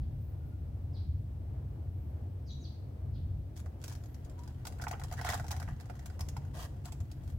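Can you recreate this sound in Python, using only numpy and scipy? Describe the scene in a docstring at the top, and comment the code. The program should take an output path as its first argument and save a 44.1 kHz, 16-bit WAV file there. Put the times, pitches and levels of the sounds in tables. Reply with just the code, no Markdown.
"""In a wire cage, kittens suckle and jostle at their mother's belly over a low purring rumble.
Mouths and claws click, paws and fur scuff; both ring in the floor tray and, faintly, in the wires.
A kitten's weight thumps softly on the floor. Thin, mostly falling chirps like a small bird's echo
from further off. Behind it all lie dull room noise, hiss and faint, very high squeaks."""
import sys
import numpy as np
from scipy import signal
from scipy.fft import rfft, irfft, next_fast_len
from scipy.io import wavfile
from scipy.ndimage import uniform_filter1d

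SR = 44100
rng = np.random.default_rng(int(sys.argv[2]) if len(sys.argv) > 2 else 0)


def output_pcm(signal):
    """Save a mono or channel-first signal as 16-bit PCM at the path in sys.argv[1].

    Samples are clipped to [-1, 1] before scaling.
    """
    pcm = np.clip(np.atleast_2d(signal).T, -1, 1) * 32767
    wavfile.write(sys.argv[1], SR, np.round(pcm).astype(np.int16))


N = 325753
STIR_S = 3.8   # faint rubbing and suckling start here

# Spectrum of ticks and rubbing hiss. Each row: frequency in Hz, density in dB.
TICK_SPECTRUM = [(900, 0.5), (1800, -1), (2900, -1.5), (3700, 0.5), (5000, 0.5), (7000, 1), (8200, -1.5),
                 (10000, -4.5), (13000, -5.5), (16000, -7.5)]
# Stereo image of close sounds and echoes. Each row: frequency in Hz, left-right correlation.
NEAR_CORRELATION = [(400, 0.82), (800, 0.71), (1500, 0), (2500, 0)]


def from_db(db):
    """Decibels to gain."""
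    return 10 ** (np.asarray(db) / 20)


def unit_rms(x):
    """Scale to unit power."""
    return x / np.sqrt(np.mean(x ** 2) + 1e-20)


def add(out, start_s, sound):
    """Mix a short sound in at start_s."""
    start = max(int(start_s * SR), 0)
    out[..., start:start + sound.shape[-1]] += sound[..., :N - start]


def at_bins(curve, size):
    """Interpolate (Hz, value) rows at the FFT bins, in log frequency."""
    hz, value = np.transpose(curve)
    return np.interp(np.log(np.fft.rfftfreq(size, 1 / SR) + 1), np.log(hz), value)


def colour(x, spectrum):
    """Filter by a curve of (Hz, dB) rows."""
    size = next_fast_len(x.shape[-1])
    return irfft(rfft(x, size) * from_db(at_bins(spectrum, size)), size)[..., :x.shape[-1]]


def lowpass(x, cut_hz):
    """Second-order treble cut."""
    return signal.sosfilt(signal.butter(2, cut_hz, fs=SR, output="sos"), x)


def resonate(x, hz, width_hz):
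    """One resonance, unit peak gain."""
    r = np.exp(-np.pi * width_hz / SR)
    feedback = [1, -2 * r * np.cos(2 * np.pi * hz / SR), r * r]
    return signal.lfilter(np.array([1, 0, -1]) * (1 - r * r) / 2, feedback, x + 1e-18)


def stereo_noise(size, correlation=NEAR_CORRELATION):
    """White noise, left and right alike in the bass and unrelated in the treble."""
    alike = at_bins(correlation, size)
    mid, side = rfft(rng.standard_normal((2, size)))
    mid, side = mid * np.sqrt(1 + alike), side * np.sqrt(1 - alike)
    return irfft(np.array([mid + side, mid - side]), size)


def steady_noise(spectrum):
    """Coloured stereo noise of unit power."""
    # Each row: frequency in Hz, left-right correlation.
    correlation = [(60, 1), (120, 0.98), (240, 0.79), (480, 0.47), (750, 0.02), (1100, 0), (2000, 0.021),
                   (5000, 0)]
    return unit_rms(colour(stereo_noise(next_fast_len(N), correlation), spectrum)[:, :N])


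def room(x, t60_s, build_s):
    """Diffuse reflections: a unit-energy tail builds up and dies."""
    t = np.arange(SR) / SR
    tail = stereo_noise(SR) * from_db(-60 * t / t60_s) * (1 - np.exp(-t / build_s))
    return signal.fftconvolve(x, unit_rms(tail) / np.sqrt(SR), axes=-1)[:, :N]


def background(air_db, waver_db, waver_per_s, hiss_db):
    """Dull, gently wavering room noise and thin, steady microphone hiss."""
    # Each row of both: frequency in Hz, density in dB.
    air_spectrum = [(20, -17.5), (150, -16), (240, -8), (330, -3), (450, 0), (700, -2.5), (1000, -11.5),
                    (1600, -19), (3000, -32), (12000, -72)]
    hiss_spectrum = [(940, -27), (1600, -3.5), (2240, -2), (3050, -3), (5440, -7.5), (7600, -11.5),
                     (8050, -7.5), (8900, -9.5), (9300, -12), (10700, -10), (12700, -7), (16000, -8)]
    waver = rng.standard_normal(N)
    for _ in range(2):
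        waver = uniform_filter1d(waver, int(SR / waver_per_s), mode="wrap")
    air = from_db(air_db + waver_db * unit_rms(waver)) * steady_noise(air_spectrum)
    return air + from_db(hiss_db) * steady_noise(hiss_spectrum)


def purr(gain_db, drone_db):
    """Purring rumble: a deep band swells and sinks under a steady drone."""
    # Swell of the deep band. Each row: time in seconds, level in dB.
    swell = [(0.04, -34.5), (0.1, -39), (0.49, -41), (0.96, -39), (1.15, -32.5), (1.2, -40.5),
             (2.15, -39.5), (2.97, -45), (3.03, -38), (3.34, -36.5), (3.52, -46), (4.54, -44.5),
             (5.75, -38), (5.81, -48.5), (6.26, -40), (6.94, -44.5), (7.02, -36.5), (7.08, -47.5),
             (7.37, -37)]
    # Each row of both: frequency in Hz, density in dB.
    deep_spectrum = [(20, -61), (30, -31), (40, -8.5), (55, -8), (66, 1), (76, -0.5), (92, 3.5),
                     (115, -13.5), (138, -6.5), (165, -20), (260, -31.5), (1500, -110)]
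    drone_spectrum = [(20, -55), (50, -37.5), (90, -6.5), (110, 1.5), (138, -1), (165, -16), (200, -12.5),
                      (240, -13.5), (320, -15), (400, -25), (1500, -100)]
    swell_db = np.interp(np.arange(N) / SR, *np.transpose(swell))
    deep = steady_noise(deep_spectrum)
    deep /= np.sqrt(uniform_filter1d(np.mean(deep ** 2, axis=0), size=4000))   # even out its power
    return from_db(swell_db + gain_db) * deep + from_db(drone_db) * steady_noise(drone_spectrum)


def squeaks(gain_db):
    """Narrow, very high bands of hiss that swell and fade."""
    # Each row: start and length in seconds, centre and half width in Hz, level in dB.
    bands = [(0.05, 0.46, 12600, 400, -83), (0.17, 0.21, 15000, 220, -76), (0.44, 0.082, 12600, 300, -79),
             (1.87, 0.33, 13200, 900, -81), (3.37, 0.05, 12800, 120, -84), (3.97, 0.27, 12800, 300, -76),
             (6.99, 0.1, 12900, 180, -79), (7.1, 0.2, 12400, 190, -82), (7.24, 0.15, 12750, 250, -78)]
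    out = np.zeros((2, N))
    for start_s, length_s, hz, half_width_hz, db in bands:
        t = np.arange(int(length_s * SR)) / SR
        flicker = unit_rms(lowpass(rng.standard_normal((2, SR)), half_width_hz))[:, :len(t)]
        band = unit_rms(flicker * np.cos(2 * np.pi * hz * t))
        add(out, start_s, from_db(gain_db + db) * band * np.sin(np.pi * t / length_s))
    return out


def chirps(direct_db, echo_db, rasp_hz, flutter_hz, echo_cut_hz):
    """Bird-like glides and a few low peeps, roughened by pitch flutter, with a duller echo."""
    # Each row: start and length in seconds, first and last pitch in Hz, level in dB, rasp from 0 to 1.
    glides = [(0.01, 0.032, 4800, 3800, -77.5, 1), (0.376, 0.045, 1380, 1456, -80, 0),
              (0.455, 0.056, 1470, 1400, -80.5, 0.1), (0.926, 0.047, 5640, 3680, -65.5, 0.5),
              (0.959, 0.028, 4100, 4760, -66, 0.93), (2.453, 0.051, 5670, 3920, -65, 0.3),
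              (2.456, 0.039, 5600, 6170, -71, 0.8), (2.488, 0.027, 4060, 3810, -56.5, 0.28),
              (2.502, 0.011, 6150, 5780, -58.5, 0.2), (2.512, 0.011, 6500, 6900, -64, 0.1),
              (2.594, 0.051, 7300, 5520, -66.5, 0.3), (2.636, 0.022, 5600, 3840, -57, 0.48),
              (2.655, 0.022, 5600, 4080, -70, 0.7), (3.123, 0.054, 5270, 3630, -71, 1),
              (4.356, 0.033, 950, 985, -65, 0.15)]
    out = np.zeros((2, N))
    for start_s, length_s, first_hz, last_hz, db, rasp in glides:
        along = np.linspace(0, 1, int(length_s * SR))
        flutter = unit_rms(resonate(rng.standard_normal(SR), flutter_hz, flutter_hz))[:len(along)]
        pitch_hz = first_hz * (last_hz / first_hz) ** along + rasp * rasp_hz * flutter
        envelope = np.sqrt(along * np.abs(np.sin(np.pi * along ** 1.36)))
        add(out, start_s, from_db(db) * envelope * np.sin(2 * np.pi * np.cumsum(pitch_hz) / SR))
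    echo = room(lowpass(out, echo_cut_hz), t60_s=0.51, build_s=0.0012)
    return from_db(direct_db) * out + from_db(echo_db) * echo


def thumps(hz, swell_s):
    """A kitten's weight lands softly: a few low cycles swell and die."""
    # Each row: start in seconds, envelope peak in dB.
    landings = [(3.597, -34.5), (3.659, -35.5), (3.953, -33.5), (6.210, -29.5)]
    out, t = np.zeros(N), np.arange(SR // 4) / SR
    envelope = t / swell_s * np.exp(1 - t / swell_s)
    for start_s, db in landings:
        add(out, start_s, from_db(db) * envelope * np.sin(2 * np.pi * hz * t))
    return out


def wires(x, width_hz):
    """The cage wires ring on in narrow lines."""
    # Each row: frequency in Hz, gain in dB.
    modes = [(793, 6), (936, -2), (1130, -19), (1221, 0), (1393, -5), (1621, 3), (1714, 3), (1896, -5),
             (2740, -5), (3008, -4), (3318, -8), (4426, -9)]
    return sum(from_db(db) * resonate(x, hz, width_hz) for hz, db in modes)


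def tray(x, uneven_db=0, detune=0):
    """Hollow floor tray; its resonances can vary in gain and pitch with the spot struck."""
    # Each row: frequency and width in Hz, gain in dB.
    modes = [(430, 98, -9), (670, 135, -3), (785, 86, 3.5), (1120, 190, -10), (1330, 190, -3.5),
             (1580, 390, -7.5), (1984, 160, -5.5), (2950, 630, -16.5)]
    spot_db = uneven_db * rng.uniform(-1, 1, len(modes))
    shift = 1 + detune * rng.uniform(-1, 1, len(modes))
    return sum((-1) ** (k + 1) * from_db(db + spot_db[k]) * resonate(x, hz * shift[k], width_hz)
               for k, (hz, width_hz, db) in enumerate(modes))


def rubbing(size, catches_per_s, spread_db=6, grain_s=0.00084):
    """Friction: a stream of small uneven catches, each a puff of noise."""
    caught = rng.random(size) < catches_per_s / SR
    catches = caught * from_db(spread_db * np.clip(rng.standard_normal(size), -2, 2))
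    power = signal.lfilter([1], [1, -np.exp(-1 / (grain_s * SR))], catches ** 2 + 1e-18)
    return stereo_noise(size) * np.sqrt(power)


def scrape(rub, hz, width_hz=250, span_octaves=0.37, spot_s=0.0033, pitches=7):
    """A dragged claw skips from spot to spot, each ringing briefly at its own pitch."""
    skip = (np.arange(rub.shape[1]) / SR / spot_s).astype(int)
    spot = rng.integers(0, pitches, SR)[skip]
    return sum(resonate(rub * (spot == k), hz * 2 ** octave, width_hz)
               for k, octave in enumerate(np.linspace(-span_octaves, span_octaves, pitches)))


def stirring(catches_per_s, tray_db, hiss_db):
    """Faint continuous rubbing once the kittens stir."""
    rub = rubbing(next_fast_len(N), catches_per_s)[:, :N]
    hollow = from_db(tray_db) * unit_rms(tray(rub))
    hiss = from_db(hiss_db) * unit_rms(colour(rub, TICK_SPECTRUM))
    return (hollow + hiss) * (np.arange(N) / SR > STIR_S)


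def scuffs(body_gain_db, hiss_gain_db, scrape_db, rise_share, fall_share):
    """Shoves swell and let go: crackly where claws drag, smooth where fur slides."""
    # Each row: start and length in seconds, body and hiss in dB, scrape pitch in Hz, catches per second.
    shoves = [(3.554, 0.063, -78, -57.5, 1400, 850), (3.788, 0.2, -68, -58.5, 1480, 380),
              (4.359, 0.2, -73, -72.5, 1280, 630), (4.77, 0.17, -59, -85, 1400, 570),
              (4.979, 0.29, -58, -65, 860, 320), (5.158, 0.12, -48, -61, 1650, 550),
              (5.243, 0.14, -42.5, -52, 1630, 900), (5.254, 0.07, -43.5, -58, 3020, 870),
              (5.309, 0.093, -49, -57, 845, 310), (5.463, 0.32, -60, -74, 1580, 290),
              (5.746, 0.49, -67.5, -75, 1460, 590), (6.529, 0.12, -52.5, -55.5, 740, 3000),
              (6.579, 0.096, -50, -52, 746, 3200), (6.834, 0.069, -58, -60, 1060, 610),
              (7.238, 0.1, -73, -65.5, 1390, 370)]
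    out = np.zeros((2, N))
    for start_s, length_s, body_db, hiss_db, hz, catches_per_s in shoves:
        rub = rubbing(SR, catches_per_s)[:, :int(length_s * SR)]
        body = unit_rms(tray(rub)) + from_db(scrape_db) * unit_rms(scrape(rub, hz))
        shove = from_db(body_db + body_gain_db) * unit_rms(body)
        shove += from_db(hiss_db + hiss_gain_db) * unit_rms(colour(rub, TICK_SPECTRUM))
        along = np.linspace(0, 1, shove.shape[1])
        ramp = np.clip(np.minimum(along / rise_share, (1 - along) / fall_share), 0, 1)
        add(out, start_s, shove * np.sin(np.pi / 2 * ramp) ** 2)
    return out


def suckling(count, knock_db, tick_db, spread_db, pitch_hz, slip_s):
    """Rows for clicks(): faint wet mouth clicks, loosely spaced from STIR_S on."""
    starts_s = STIR_S + (np.arange(count) + rng.random(count)) / count * (N / SR - STIR_S)
    offsets_db = spread_db * rng.uniform(-1, 1, (count, 3))
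    return [(start_s, knock_db + knock_offset, tick_db + tick_offset, pan_db, pitch_hz, slip_s)
            for start_s, (knock_offset, tick_offset, pan_db) in zip(starts_s, offsets_db)]


def clicks(faint_rows, knock_gain_db, tick_gain_db, grit_db, snap_db, swell_s, size=4096):
    """Mouth and claw clicks: tiny slips tick directly and, with a snap, knock through the tray."""
    # Each row: start in seconds, knock, tick and left-over-right in dB, knock pitch in Hz,
    # slip decay in seconds.
    clear_rows = [(3.573, -67, -57.5, -2, 780, 0.0049), (3.594, -60, -66, 0, 1480, .005),
                  (3.659, -52.5, -65.5, -2, 1220, 0.003), (3.839, -56, -47.5, -1, 760, 0.0053),
                  (3.879, -70, -50, -1, 1550, .004), (3.914, -53.5, -60, 3, 960, 0.0034),
                  (3.923, -58, -54, 2, 1400, 0.006), (3.951, -59, -57.5, 4, 805, .005),
                  (4.036, -69, -62.5, -4, 900, .005), (4.057, -73, -64.5, 1, 900, .005),
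                  (4.143, -60, -61, 0, 814, 0.0055), (4.248, -74, -64, 5, 836, 0.0044),
                  (4.296, -74, -63, -4, 720, .005), (4.390, -72, -64.5, -4, 950, .004),
                  (4.435, -73, -62, 1, 900, .005), (4.475, -54, -59.5, 1, 780, 0.0042),
                  (4.651, -47, -49.5, 0, 1460, 0.0029), (4.668, -45.5, -44, 1.5, 785, 0.018),
                  (4.723, -52, -60.5, 1, 880, 0.0025), (4.785, -59, -64.5, 4, 1400, .003),
                  (4.797, -43.5, -71, 0, 760, 0.0026), (4.814, -62, -52, 0, 1390, .003),
                  (4.819, -43, -49, 2, 1450, 0.0025), (4.838, -40, -50, 1, 1540, 0.0022),
                  (4.868, -34, -71, -4, 1700, 0.0021), (4.881, -46, -48, 2, 756, 0.0032),
                  (4.911, -36, -48, 2, 670, 0.0014), (4.928, -42, -59, 0, 1270, 0.0028),
                  (4.935, -40.5, -72, -4, 670, 0.0025), (4.949, -51, -72, 2, 1500, .003),
                  (4.996, -44.5, -56, -1, 780, 0.0026), (5.014, -46.5, -65, 2, 1400, 0.0018),
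                  (5.036, -51.5, -48.5, -2, 2150, 0.0044), (5.112, -42.5, -57.5, 3, 750, 0.0064),
                  (5.124, -47, -49, -1, 1280, 0.008), (5.137, -47, -53.5, 0, 850, 0.0037),
                  (5.169, -62, -62, 4, 800, 0.0044), (5.177, -49, -59, 0, 1700, .002),
                  (5.187, -51, -65, 0, 1900, 0.0018), (5.195, -42.5, -70, -8, 1520, 0.0023),
                  (5.212, -38.5, -49, 1, 1480, 0.0036), (5.247, -33, -45, -3.5, 1520, 0.0014),
                  (5.260, -45, -51, 5, 1600, 0.0025), (5.268, -40.5, -61, -7, 1500, 0.0015),
                  (5.281, -38, -67, -4, 1390, 0.0031), (5.289, -32.5, -41.5, 1, 1600, 0.0018),
                  (5.300, -36, -41, 1, 1610, 0.0022), (5.310, -53, -64, 0, 1400, 0.0022),
                  (5.320, -54, -48, -4, 840, 0.0033), (5.333, -32.5, -47.5, -3, 820, 0.0043),
                  (5.341, -37, -42.5, 2, 800, 0.0027), (5.375, -49, -60, 1, 800, .003),
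                  (5.396, -38.5, -53, 0, 1350, 0.0044), (5.442, -43, -60.5, -3, 680, 0.0033),
                  (5.465, -58, -59, 5, 1500, .002), (5.481, -52, -51, 0, 2040, .003),
                  (5.507, -40.5, -47, 1, 804, 0.0056), (5.513, -44, -41, 0, 800, 0.008),
                  (5.526, -43.5, -56, -3, 1400, .003), (5.540, -45, -72, 1, 850, 0.0018),
                  (5.563, -48, -53.5, 0, 800, .006), (5.599, -47, -51.5, 1, 1660, 0.0027),
                  (5.617, -44, -64, 0, 1650, .002), (5.626, -50, -54, -2, 1490, 0.0054),
                  (5.677, -49, -72, -9, 1600, 0.0045), (5.686, -46.5, -63.5, 4, 700, 0.0028),
                  (5.708, -55, -72, -8, 690, 0.0041), (5.799, -55, -60, -2, 750, 0.0057),
                  (5.808, -64, -58.5, -1, 800, .005), (5.856, -60, -66, -4, 1300, 0.0035),
                  (5.897, -42.5, -60, -3.5, 780, 0.0052), (5.953, -59, -65.5, 0, 1480, .002),
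                  (5.991, -52.5, -60.5, -2, 1940, 0.0023), (6.058, -56, -50.5, 1, 664, 0.0042),
                  (6.099, -53.5, -63, -2, 1500, .003), (6.192, -49.5, -54, -3, 845, 0.0028),
                  (6.206, -48, -45, 0, 1040, 0.014), (6.286, -68, -48.5, -3, 1480, .004),
                  (6.366, -42, -55, -2.5, 910, 0.0025), (6.450, -61, -69, 0, 1500, .004),
                  (6.854, -50.5, -51, 2, 690, 0.0076), (6.921, -56, -52.5, -4, 710, 0.0074),
                  (7.003, -58, -59, -1, 1920, 0.0046), (7.114, -64, -57, -1, 695, 0.0049)]
    out, t = np.zeros((2, N)), np.arange(size) / SR
    onset = t < 0.008   # levels are set over this span
    for start_s, knock_db, tick_db, pan_db, hz, slip_s in clear_rows + faint_rows:
        grit = from_db(grit_db * np.repeat(rng.standard_normal(size // 32), 32))
        slips = stereo_noise(size) * grit
        push = slips * np.exp(-t / slip_s)
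        push[:, int(swell_s / 2 * SR)] += from_db(snap_db) * np.linalg.norm(push[0])
        push += from_db(3.5) * resonate(push, hz, width_hz=230)   # each spot favours one pitch
        knock = lowpass(tray(push, uneven_db=4.5, detune=0.04), cut_hz=2600)
        tilt_db_per_octave = 0.032 * (tick_db + 52)   # harder ticks are brighter
        spectrum = [(f, db + tilt_db_per_octave * np.log2(f)) for f, db in TICK_SPECTRUM]
        tick = colour(slips * t * np.exp(-t / swell_s), spectrum) * (t < t[-1] / 2)
        tick += resonate(tick, hz=rng.uniform(4600, 7900), width_hz=510)   # wet ping
        click = from_db(knock_db + knock_gain_db) * knock / knock[:, onset].std()
        click += from_db(tick_db + tick_gain_db) * tick / tick[:, onset].std()
        add(out, start_s, click * from_db([[pan_db / 2], [-pan_db / 2]]))
    return out


def scene():
    """Kittens close by in the cage; purr, room noise and chirps around them."""
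    bed = purr(gain_db=0.5, drone_db=-48.5)
    bed += background(air_db=-62, waver_db=1.66, waver_per_s=12, hiss_db=-74)
    bed += squeaks(gain_db=1.5)
    bed *= from_db([[0.45], [-0.45]])   # slightly left
    far = chirps(direct_db=2, echo_db=14, rasp_hz=666, flutter_hz=350, echo_cut_hz=3850)
    kittens = stirring(catches_per_s=530, tray_db=-72.5, hiss_db=-80.5)
    kittens += scuffs(body_gain_db=-4, hiss_gain_db=-3, scrape_db=0.5, rise_share=0.2, fall_share=0.3)
    faint = suckling(count=14, knock_db=-67, tick_db=-70.5, spread_db=2, pitch_hz=770, slip_s=0.003)
    kittens += clicks(faint, knock_gain_db=-4, tick_gain_db=0.5, grit_db=2, snap_db=-3.5, swell_s=0.002083)
    cage = kittens + from_db(-4.5) * wires(kittens, width_hz=6.4)
    reflections = from_db(-3.5) * room(cage, t60_s=0.056, build_s=0.0021)
    reverb = from_db(-10) * room(cage, t60_s=0.46, build_s=0.00023)
    return bed + far + thumps(hz=77.4, swell_s=0.0097) + cage + reflections + reverb


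def record(dry):
    """Steep low-pass at 16 kHz."""
    return signal.sosfilt(signal.ellip(10, 0.1, 80, 16000, fs=SR, output="sos"), dry)


dry = scene()
out = record(dry)
output_pcm(out)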